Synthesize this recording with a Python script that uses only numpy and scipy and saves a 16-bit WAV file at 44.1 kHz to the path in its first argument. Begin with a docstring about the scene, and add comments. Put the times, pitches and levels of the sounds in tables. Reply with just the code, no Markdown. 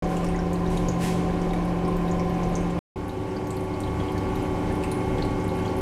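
"""Hose filling a plastic tub in a workshop

Water runs into the tub, heard in mono from two standpoints with a short silence between.
The wash is coloured noise; bubbles and clicks in the tub are damped sines with noise snaps, with echoes.
Pump, fan and mains hum are wavering sines; whines and hall booms are narrow noise with a share of tone.
Low noise makes the roar of the room. Some way off, an air valve vents three times at the first standpoint.
"""
import sys
import numpy as np
from scipy import signal
from scipy.io import wavfile
from scipy.ndimage import uniform_filter1d

SR = 44100
rng = np.random.default_rng(int(sys.argv[2]) if len(sys.argv) > 2 else 0)


def dump_mix(stems):
    """Bounce the given channels to the path in sys.argv[1] as a 16-bit WAV at rate SR."""
    frames = np.atleast_2d(stems).T  # one column per channel
    limited = np.clip(frames, -1, 1)  # hard clip at full scale
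    pcm = np.round(limited * 32767).astype(np.int16)
    wavfile.write(sys.argv[1], SR, pcm)


def makeup_ratio(level_db):
    """Linear amplitude ratio for a level in decibels (20 dB per factor of ten)."""
    decades = np.asarray(level_db, float) / 20
    return 10 ** decades


N = 256220

# Standpoints of the microphone: start t/s, end t/s, pump shaft speed/(turns per s)
STANDPOINTS = [(.0238, 2.7905, 28.975), (2.959, 5.81, 29.03)]
# Levels of wash, fizz, machines, booms and roar are given ahead of the creep at the second standpoint.
# Wash of the water, one spectrum per standpoint: f/Hz, density/dB per Hz (relative); then level/dB of each
WASH_COLOURS = [
    [(820, -41), (1400, -1), (1910, -1.5), (2030, -7), (2220, 1), (2290, -2.5), (3230, -10), (6330, -17.5),
     (11000, -24), (15500, -35)],
    [(820, -4.5), (1400, -4), (2030, -3.5), (2220, -4.5), (2290, -3.5), (3160, -10), (3680, -14),
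     (8650, -20.5), (11600, -26), (15500, -35.5)],
]
WASH_LEVELS = [-46.5, -44]
# Loudest pops, ahead of the echoes: ringing bubbles, and short clicks at the highest pitches
# t/s, pitch f/Hz, peak level/dB
LOUD_POPS = [(.0425, 6400, -41), (.117, 1500, -41), (.168, 2800, -41), (.1689, 7400, -34.5),
             (.2316, 1160, -34), (.2452, 3560, -43), (.267, 5540, -37.5), (.2884, 9150, -37),
             (.29, 2650, -40), (.346, 1980, -34.5), (.361, 6600, -40), (.386, 1570, -37),
             (.3905, 5460, -35), (.5322, 14070, -40), (.5437, 8580, -41), (.5573, 4120, -43),
             (.654, 1720, -40), (.6628, 3850, -40), (.676, 5860, -42), (.772, 6450, -37),
             (.7725, 9600, -33.5), (.7734, 3750, -33.5), (.8855, 6570, -28), (.9132, 6980, -40),
             (1.2895, 1650, -38), (1.4169, 5600, -40), (1.5084, 3600, -40), (1.534, 2240, -34.5),
             (1.5344, 3690, -41), (1.6518, 10000, -39), (1.8507, 5160, -40), (1.8802, 9400, -40),
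             (1.8806, 1100, -29), (1.881, 1030, -33), (1.9676, 13800, -37), (2.0812, 11350, -45),
             (2.0817, 3900, -41), (2.1134, 6800, -34.5), (2.196, 2200, -36), (2.1961, 5630, -37.5),
             (2.2973, 13180, -42), (2.343, 6000, -46), (2.434, 6300, -37.5), (2.4924, 11310, -43),
             (2.554, 6290, -29), (2.567, 8900, -40), (2.6101, 8500, -44), (2.7046, 7400, -40.5),
             (3.0827, 11300, -39.5), (3.0948, 3900, -42), (3.366, 4680, -40), (3.368, 1600, -41),
             (3.47, 6410, -42), (3.4723, 12530, -40), (3.506, 4190, -43), (3.506, 7800, -33),
             (3.5062, 11740, -41), (3.5296, 8100, -47), (3.567, 11400, -35), (3.5697, 4280, -42),
             (3.6408, 10660, -42), (3.74, 4210, -43), (3.804, 8700, -35), (3.8045, 12400, -39),
             (3.8361, 3950, -37), (3.8756, 3130, -42), (4.002, 3280, -39), (4.0846, 3160, -37.5),
             (4.1203, 11330, -40), (4.158, 1720, -40), (4.1788, 13300, -42), (4.1798, 4360, -41),
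             (4.3561, 3900, -42), (4.3561, 12760, -37), (4.426, 10540, -39), (4.707, 1750, -37),
             (4.7243, 9680, -38), (4.7531, 11230, -39), (4.828, 9580, -41), (4.8366, 2650, -31.5),
             (4.84, 8450, -33), (4.9161, 4070, -38), (4.9164, 9800, -25), (4.917, 12970, -40),
             (5.083, 9430, -44), (5.183, 3430, -40), (5.2232, 4170, -29.5), (5.4006, 6410, -44),
             (5.443, 8700, -39), (5.4792, 1260, -47), (5.4799, 11100, -38), (5.491, 4100, -40),
             (5.5547, 11220, -41), (5.5688, 10050, -41), (5.5912, 10650, -40), (5.6523, 3200, -39),
             (5.6787, 4300, -38), (5.7673, 10500, -38), (5.7858, 11750, -38)]
# Sharpest snaps of bursting film, ahead of the echoes: t/s, peak level/dB
FILM_SNAPS = [(.1689, -36), (.1809, -45), (.2452, -29.5), (.5322, -32), (.6628, -41), (.795, -42),
              (.8855, -33.5), (1.4169, -41), (1.5344, -33), (1.9676, -38), (2.2973, -35.5), (2.3609, -50),
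              (2.557, -40), (2.6305, -44), (3.0942, -46), (3.608, -37), (3.8045, -36), (4.1788, -34),
              (4.3561, -43), (4.8366, -31), (4.9164, -30.5), (4.9264, -38), (5.183, -36), (5.2508, -35),
              (5.6599, -36)]
# Echoes of the tub, then of the hall: level/dB, t60/s
TUB_AND_HALL_ECHOES = [(0, 0.044), (-2.5, 0.48)]
# Pump tones: multiple of the shaft speed, level/dB at first standpoint, level/dB at second
PUMP_TONES = [(6, -27.6, -36.8), (12, -44.3, -50.6), (18, -47.6, -46.5), (30, -49.8, -42.9),
              (33, -56.6, -79.3), (36, -50.1, -63.1), (42, -57.4, -58.4), (48, -58.6, -55.7),
              (54, -71.6, -72.4), (60, -65.2, -69.1), (66, -71.8, -64.8), (82, -67.0, -76.9),
              (87, -68.2, -88.7), (91, -65.9, -70.5), (97, -77.3, -72.7), (100, -70.0, -82.2),
              (103, -70.6, -67.9), (106, -62.5, -60.5)]
# Blade tones of the fan: multiple of FAN_HZ, level/dB at first standpoint, level/dB at second
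FAN_TONES = [(1, -37.3, -34.2), (2, -40.7, -45.6), (3, -64.7, -46.0), (4, -83.9, -67.6), (6, -66.7, -64.6)]
# Fuzz of noise around the fan tone: width/Hz, level/dB at first standpoint, level/dB at second
FAN_NOISE = (6, -43.5, -48)
# Magnetic hum of the motors: f/Hz, level/dB at first standpoint, level/dB at second
MAINS_HUM = [(100, -41.9, -35.0), (200, -49.8, -44.2), (300, -36.7, -35.1), (900, -61.1, -60.2),
             (1000, -54.9, -57.3)]
# Whines of other machines: f/Hz, width/Hz, level/dB at first standpoint, level/dB at second
MACHINE_WHINES = [(843.9, 1, -60, -46), (891, 1, -59, -56), (931.4, 1, -58, -56), (991.2, 1, -53.5, -75),
                  (1031.7, 1.5, -46, -52), (1077.3, 1, -63, -61), (1131.5, 1, -57, -75),
                  (1486.1, 1, -62, -72), (1608, 2, -63, -80), (1876.1, 2, -62, -80),
                  (2163.7, 1, -57, -53.5), (2322.6, 1.5, -80, -66)]
# Air valve puffs: t/s, starting level/dB, rise/s, hold/s, t60/s (below the treble)
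VALVE_PUFFS = [(0.058, -50.5, 0.043, .03, 1), (0.68, -48.5, 0.025, 0.046, .9),
               (0.976, -37, 0.054, 0.03, 0.83)]
# Colour of the escaping air: f/Hz, density/dB per Hz (relative)
VALVE_COLOUR = [(900, -26), (1500, -2), (2500, -1), (4000, -6), (7000, -6.5), (10000, -8), (13000, -16),
                (15500, -24)]
# Booms of the hall: f/Hz, width/Hz, level/dB at first standpoint, level/dB at second
HALL_BOOMS = [(36.25, 5.7, -36.5, -39), (69.4, 6.7, -41, -38.5), (85.6, 2.6, -45.5, -46),
              (128, 3.5, -40.5, -41.5), (215.2, 5.4, -42, -48.5), (257.3, 30, -60.5, -42.5),
              (561.5, 28, -56, -50.5), (791, 32, -64, -44.5)]
# Roar of the room, one spectrum per standpoint: f/Hz, density/dB per Hz (relative); then level/dB of each
ROAR_COLOURS = [
    [(12, -41), (20, -1.5), (122, -8), (175, -8), (242, -10.5), (301, -8.5), (439, -12), (555, -8.5),
     (665, -17.5), (755, -10.5), (812, -16), (938, -25.5), (1050, -13.5), (1300, -32.5), (1500, -48.5),
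     (1950, -61.5), (3300, -120)],
    [(12, -34), (20, -4), (96, 0), (251, -2.5), (290, 1), (335, -7.5), (373, 0), (439, -6.5), (536, -5.5),
     (677, -13), (857, -13), (955, -14), (1140, -15), (1300, -40), (1500, -20.5), (1950, -53), (3300, -120)],
]
ROAR_LEVELS = [-30, -30]
# Where the hall cancels the rumble: f/Hz, width/Hz
HALL_NULLS = [(54, 23), (146, 6.6)]

FAN_HZ = 375.05
# Tiny bubbles left to chance; base level and spread are for a pitch of 4 kHz
FIZZ_PER_S, FIZZ_DB, FIZZ_SPREAD_DB = 600, -65, 3.2
# Fainter pops left to chance, within FAINT_SPREAD_DB either side of FAINT_DB
FAINT_COUNT, FAINT_LOW_HZ, FAINT_HIGH_HZ = 80, 4020, 15000
FAINT_DB, FAINT_SPREAD_DB = -51.5, 4
# Low pops ring for more cycles than high ones: cycles at 4 kHz, power of the pitch
RING_CYCLES, RING_SLOPE = 5, -.3
SNAP_BELOW_POP_DB = -15.5  # every pop snaps faintly as well
# At the second standpoint the level creeps up between these limits, halfway at CREEP_MID_S
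CREEP_START_DB, CREEP_END_DB, CREEP_MID_S, CREEP_SPREAD_S = -5, 0.26, 3.67, 0.27

TIME = np.arange(N) / SR
SECOND = TIME > STANDPOINTS[0][1]


def evened(x):
    """Scales to rms 1."""
    return x / np.sqrt(np.mean(abs(x) ** 2) + 1e-20)


def read(points, hz):
    """Reads a spectrum on a log-frequency axis."""
    f, value = np.transpose(points)
    return np.interp(np.log(hz + 1), np.log(f + 1), value)


def drift(fastest_hz):
    """Slow random wandering of rms 1, summed from sines that weaken towards the fastest."""
    t = TIME[::256]
    rates = np.geomspace(fastest_hz / 12, fastest_hz, num=16)
    slow = sum(np.sin(2 * np.pi * (f * t + rng.random())) / np.sqrt(f) for f in rates)
    return np.interp(TIME, t, evened(slow))


def tone(hz, first_db, second_db, waver_db, wander_rad):
    """A sine whose level wavers and whose phase wanders."""
    phase = 2 * np.pi * (np.cumsum(hz * np.ones(N)) / SR + rng.random()) + wander_rad * drift(3)
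    level_db = np.where(SECOND, second_db, first_db) + waver_db * drift(4)
    return np.sqrt(2) * makeup_ratio(level_db) * np.sin(phase)


def narrow(hz, width, first_db, second_db, steady):
    """Noise through a very narrow resonance, on top of a steady share of tone."""
    coarse = TIME[::64]  # the slow envelope is made at a 64th of the sample rate
    r = np.exp(-np.pi * width / SR * 64)
    slow = rng.standard_normal((len(coarse) + 3000, 2)) @ [1, 1j]
    slow = signal.lfilter([1], [1, -2 * r, r * r], slow)[-len(coarse):]
    slow = evened(evened(slow) + steady)
    line = np.interp(TIME, coarse, slow) * np.exp(2j * np.pi * (hz * TIME + rng.random()))
    return np.sqrt(2) * makeup_ratio(np.where(SECOND, second_db, first_db)) * line.real


def noise(points, size, patch_db):
    """Random short-time spectra of a given colour, with drifting patches."""
    frames, hz = 4 * N // size + 5, np.fft.rfftfreq(size, 1 / SR)
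    a, b, patches = rng.standard_normal((frames, len(hz), 3)).T
    patches = uniform_filter1d(patches, size=12, axis=0)  # across frequency
    patches = evened(uniform_filter1d(patches, size=8, axis=1))  # across time
    z = (a + 1j * b) * makeup_ratio(read(points, hz)[:, None] + patch_db * patches)
    return evened(signal.istft(z, nperseg=size, noverlap=3 * size // 4)[1][:N])


def standpoint_noise(colours, levels_db, size, patch_db):
    """Noise with its own colour and level at each standpoint."""
    first, second = [makeup_ratio(db) * noise(points, size, patch_db) for points, db in zip(colours, levels_db)]
    return np.where(SECOND, second, first)


def wash():
    """The running water as a broad rush of noise."""
    return standpoint_noise(WASH_COLOURS, WASH_LEVELS, size=512, patch_db=1.04)


def damped_ring(hz, ring_s, glide):
    """A damped sine rising in pitch, as of a bubble nearing the surface; it reaches hz after ring_s."""
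    t = np.arange(round(6 * ring_s * SR) + 16) / SR
    shape = np.exp(-t / ring_s) * (1 - np.exp(-t / (0.16 * ring_s)))
    cycles = hz * ((1 - glide) * t + glide * t ** 2 / (2 * ring_s))
    return shape / shape.max() * np.sin(2 * np.pi * cycles)


def pop(hz):
    """A ring, or at the highest pitches a click, with a weaker fragment on either side of its pitch."""
    ring_s = RING_CYCLES * (hz / 4000) ** RING_SLOPE / hz
    higher, lower = hz * np.exp(.1 * abs(rng.standard_normal(2)) * [1, -1])
    main = damped_ring(hz, ring_s, .015)
    fragments = damped_ring(higher, ring_s, .015) + damped_ring(lower, ring_s, .015)
    return main + makeup_ratio(-13) * fragments


def film_snap(colour):
    """The short snap of bursting film: a decaying burst of coloured noise, peak 1."""
    burst = rng.standard_normal(40) * np.exp(-np.arange(40) / 16)
    snap = np.convolve(burst, colour)
    return snap / abs(snap).max()


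def faint_pops():
    """Chance times, pitches and levels of the fainter pops."""
    when, pitch, size = rng.random((FAINT_COUNT, 3)).T
    times = .03 + when * (TIME[-1] - .03)
    pitches = FAINT_LOW_HZ * (FAINT_HIGH_HZ / FAINT_LOW_HZ) ** pitch
    return list(zip(times, pitches, FAINT_DB + FAINT_SPREAD_DB * (2 * size - 1)))


def pops():
    """Single ringing bubbles and short high clicks, each with a snap, among further snaps of film."""
    out = np.zeros(N + SR)
    events = list(LOUD_POPS) + faint_pops()
    for s, hz, db in events:
        at, sound = round(s * SR), pop(hz)
        out[at:at + len(sound)] += makeup_ratio(db) * sound
    colour = signal.firwin2(41, [0, 2500, 6000, 10000, 13000, 15500, SR / 2],
                            [0, 0.18, 0.99, 0.79, 0.32, 0.0, 0], fs=SR)
    snaps = list(FILM_SNAPS) + [(s, db + SNAP_BELOW_POP_DB) for s, hz, db in events]
    for s, db in snaps:
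        at, snap = round(s * SR) - 20, film_snap(colour)  # 20 samples: delay of the colour filter
        out[at:at + len(snap)] += makeup_ratio(db) * snap
    return signal.lfilter(*signal.butter(2, 14000, fs=SR), out[:N])


def fizz():
    """A dense crackle of tiny bubbles; the smallest, highest in pitch, are the faintest."""
    level_db = FIZZ_DB + FIZZ_SPREAD_DB * np.minimum(rng.exponential(1, N), 5)
    size = makeup_ratio(level_db) * (rng.random(N) < FIZZ_PER_S / SR)
    kind = rng.integers(0, 30, N)
    out = np.zeros(N)
    for k, hz in enumerate(np.geomspace(2500, 13000, num=30)):
        ring = damped_ring(hz, rng.uniform(1.5, 3.8) / hz, .03) * (hz / 4000) ** -.5
        out += signal.oaconvolve(size * (kind == k), ring)[:N]
    return out


def tub(x):
    """Dense echoes between the walls of the tub, then a fainter tail from the hall."""
    t = np.arange(SR // 2) / SR
    out = x.copy()
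    for db, t60 in TUB_AND_HALL_ECHOES:
        sparse = rng.standard_normal(len(t)) * (rng.random(len(t)) < .15)
        taps = sparse * makeup_ratio(-60 * t / t60) * (t > .0015)
        out += makeup_ratio(db) * signal.oaconvolve(x, taps / np.linalg.norm(taps))[:N]
    return out


def pump():
    """Blade and rotor-slot tones locked to the shaft; high multiples waver more."""
    shaft_hz = np.where(SECOND, STANDPOINTS[1][2], STANDPOINTS[0][2])
    return sum(tone(k * shaft_hz, a, b, 0.1 + 0.004 * k, 0.0017 * k) for k, a, b in PUMP_TONES)


def fan():
    """Blade tones and a fuzz of noise: the speed of the fan wobbles in the draught."""
    blades = sum(tone(k * FAN_HZ, a, b, .6 + .4 * k, .5 * k) for k, a, b in FAN_TONES)
    return blades + narrow(FAN_HZ, *FAN_NOISE, steady=0)


def mains_hum():
    """Nearly steady magnetic hum of the motors, at multiples of 100 Hz."""
    return sum(tone(hz, a, b, 0.78, 0.017) for hz, a, b in MAINS_HUM)


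def whines():
    """Thin whines of other machines that hold fairly steady."""
    return sum(narrow(*row, steady=2.5) for row in MACHINE_WHINES)


def valve():
    """Puffs of compressed air some way off; the hall holds the lower part longer than the top."""
    puff = noise(VALVE_COLOUR, size=256, patch_db=0.5)
    middle = signal.sosfiltfilt(signal.butter(2, 9000, fs=SR, output="sos"), puff)
    top = puff - middle
    out = np.zeros(N)
    for s, db, rise, hold, t60 in VALVE_PUFFS:
        t = TIME - s
        fall_db = 60 * np.maximum(t - rise - hold, 0) / t60
        opening = np.clip(t / rise, 0, 1) ** 2
        out += opening * (makeup_ratio(db - fall_db) * middle + makeup_ratio(db - 2.0 * fall_db) * top)
    return out


def booms():
    """Loose booms of the hall: low resonances with only a little steady tone."""
    return sum(narrow(*row, steady=.4) for row in HALL_BOOMS)


def roar():
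    """The low roar of the room, notched where the hall cancels it."""
    low = standpoint_noise(ROAR_COLOURS, ROAR_LEVELS, size=4096, patch_db=0.7)
    for hz, width in HALL_NULLS:
        low = signal.lfilter(*signal.iirnotch(hz, hz / width, SR), low)
    return low


def scene():
    """All sources; the creep in level moves everything but the pops and the valve."""
    creep = .5 + .5 * np.tanh((TIME - CREEP_MID_S) / (2 * CREEP_SPREAD_S))
    level = makeup_ratio(SECOND * (CREEP_START_DB + (CREEP_END_DB - CREEP_START_DB) * creep))
    rush = (wash() + roar()) * makeup_ratio(0.6 * drift(8.3))  # wash and roar waver together
    steady = (rush + pump() + fan() + mains_hum() + whines() + booms()) * level
    return (steady + tub(pops() + fizz() * level) + valve())[None]


def top_cut(x):
    """Nothing passes above the cut-off."""
    return signal.sosfilt(signal.butter(12, 15690, fs=SR, output="sos"), x)


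def record(dry):
    """Silence before and between the standpoints: a 2 ms fade in, a hard cut out."""
    on = sum(np.clip((TIME - a) / .002 + .5, 0, 1) * (TIME < b) for a, b, _ in STANDPOINTS)
    return top_cut(dry * on)


dry = scene()
out = record(dry)
dump_mix(out)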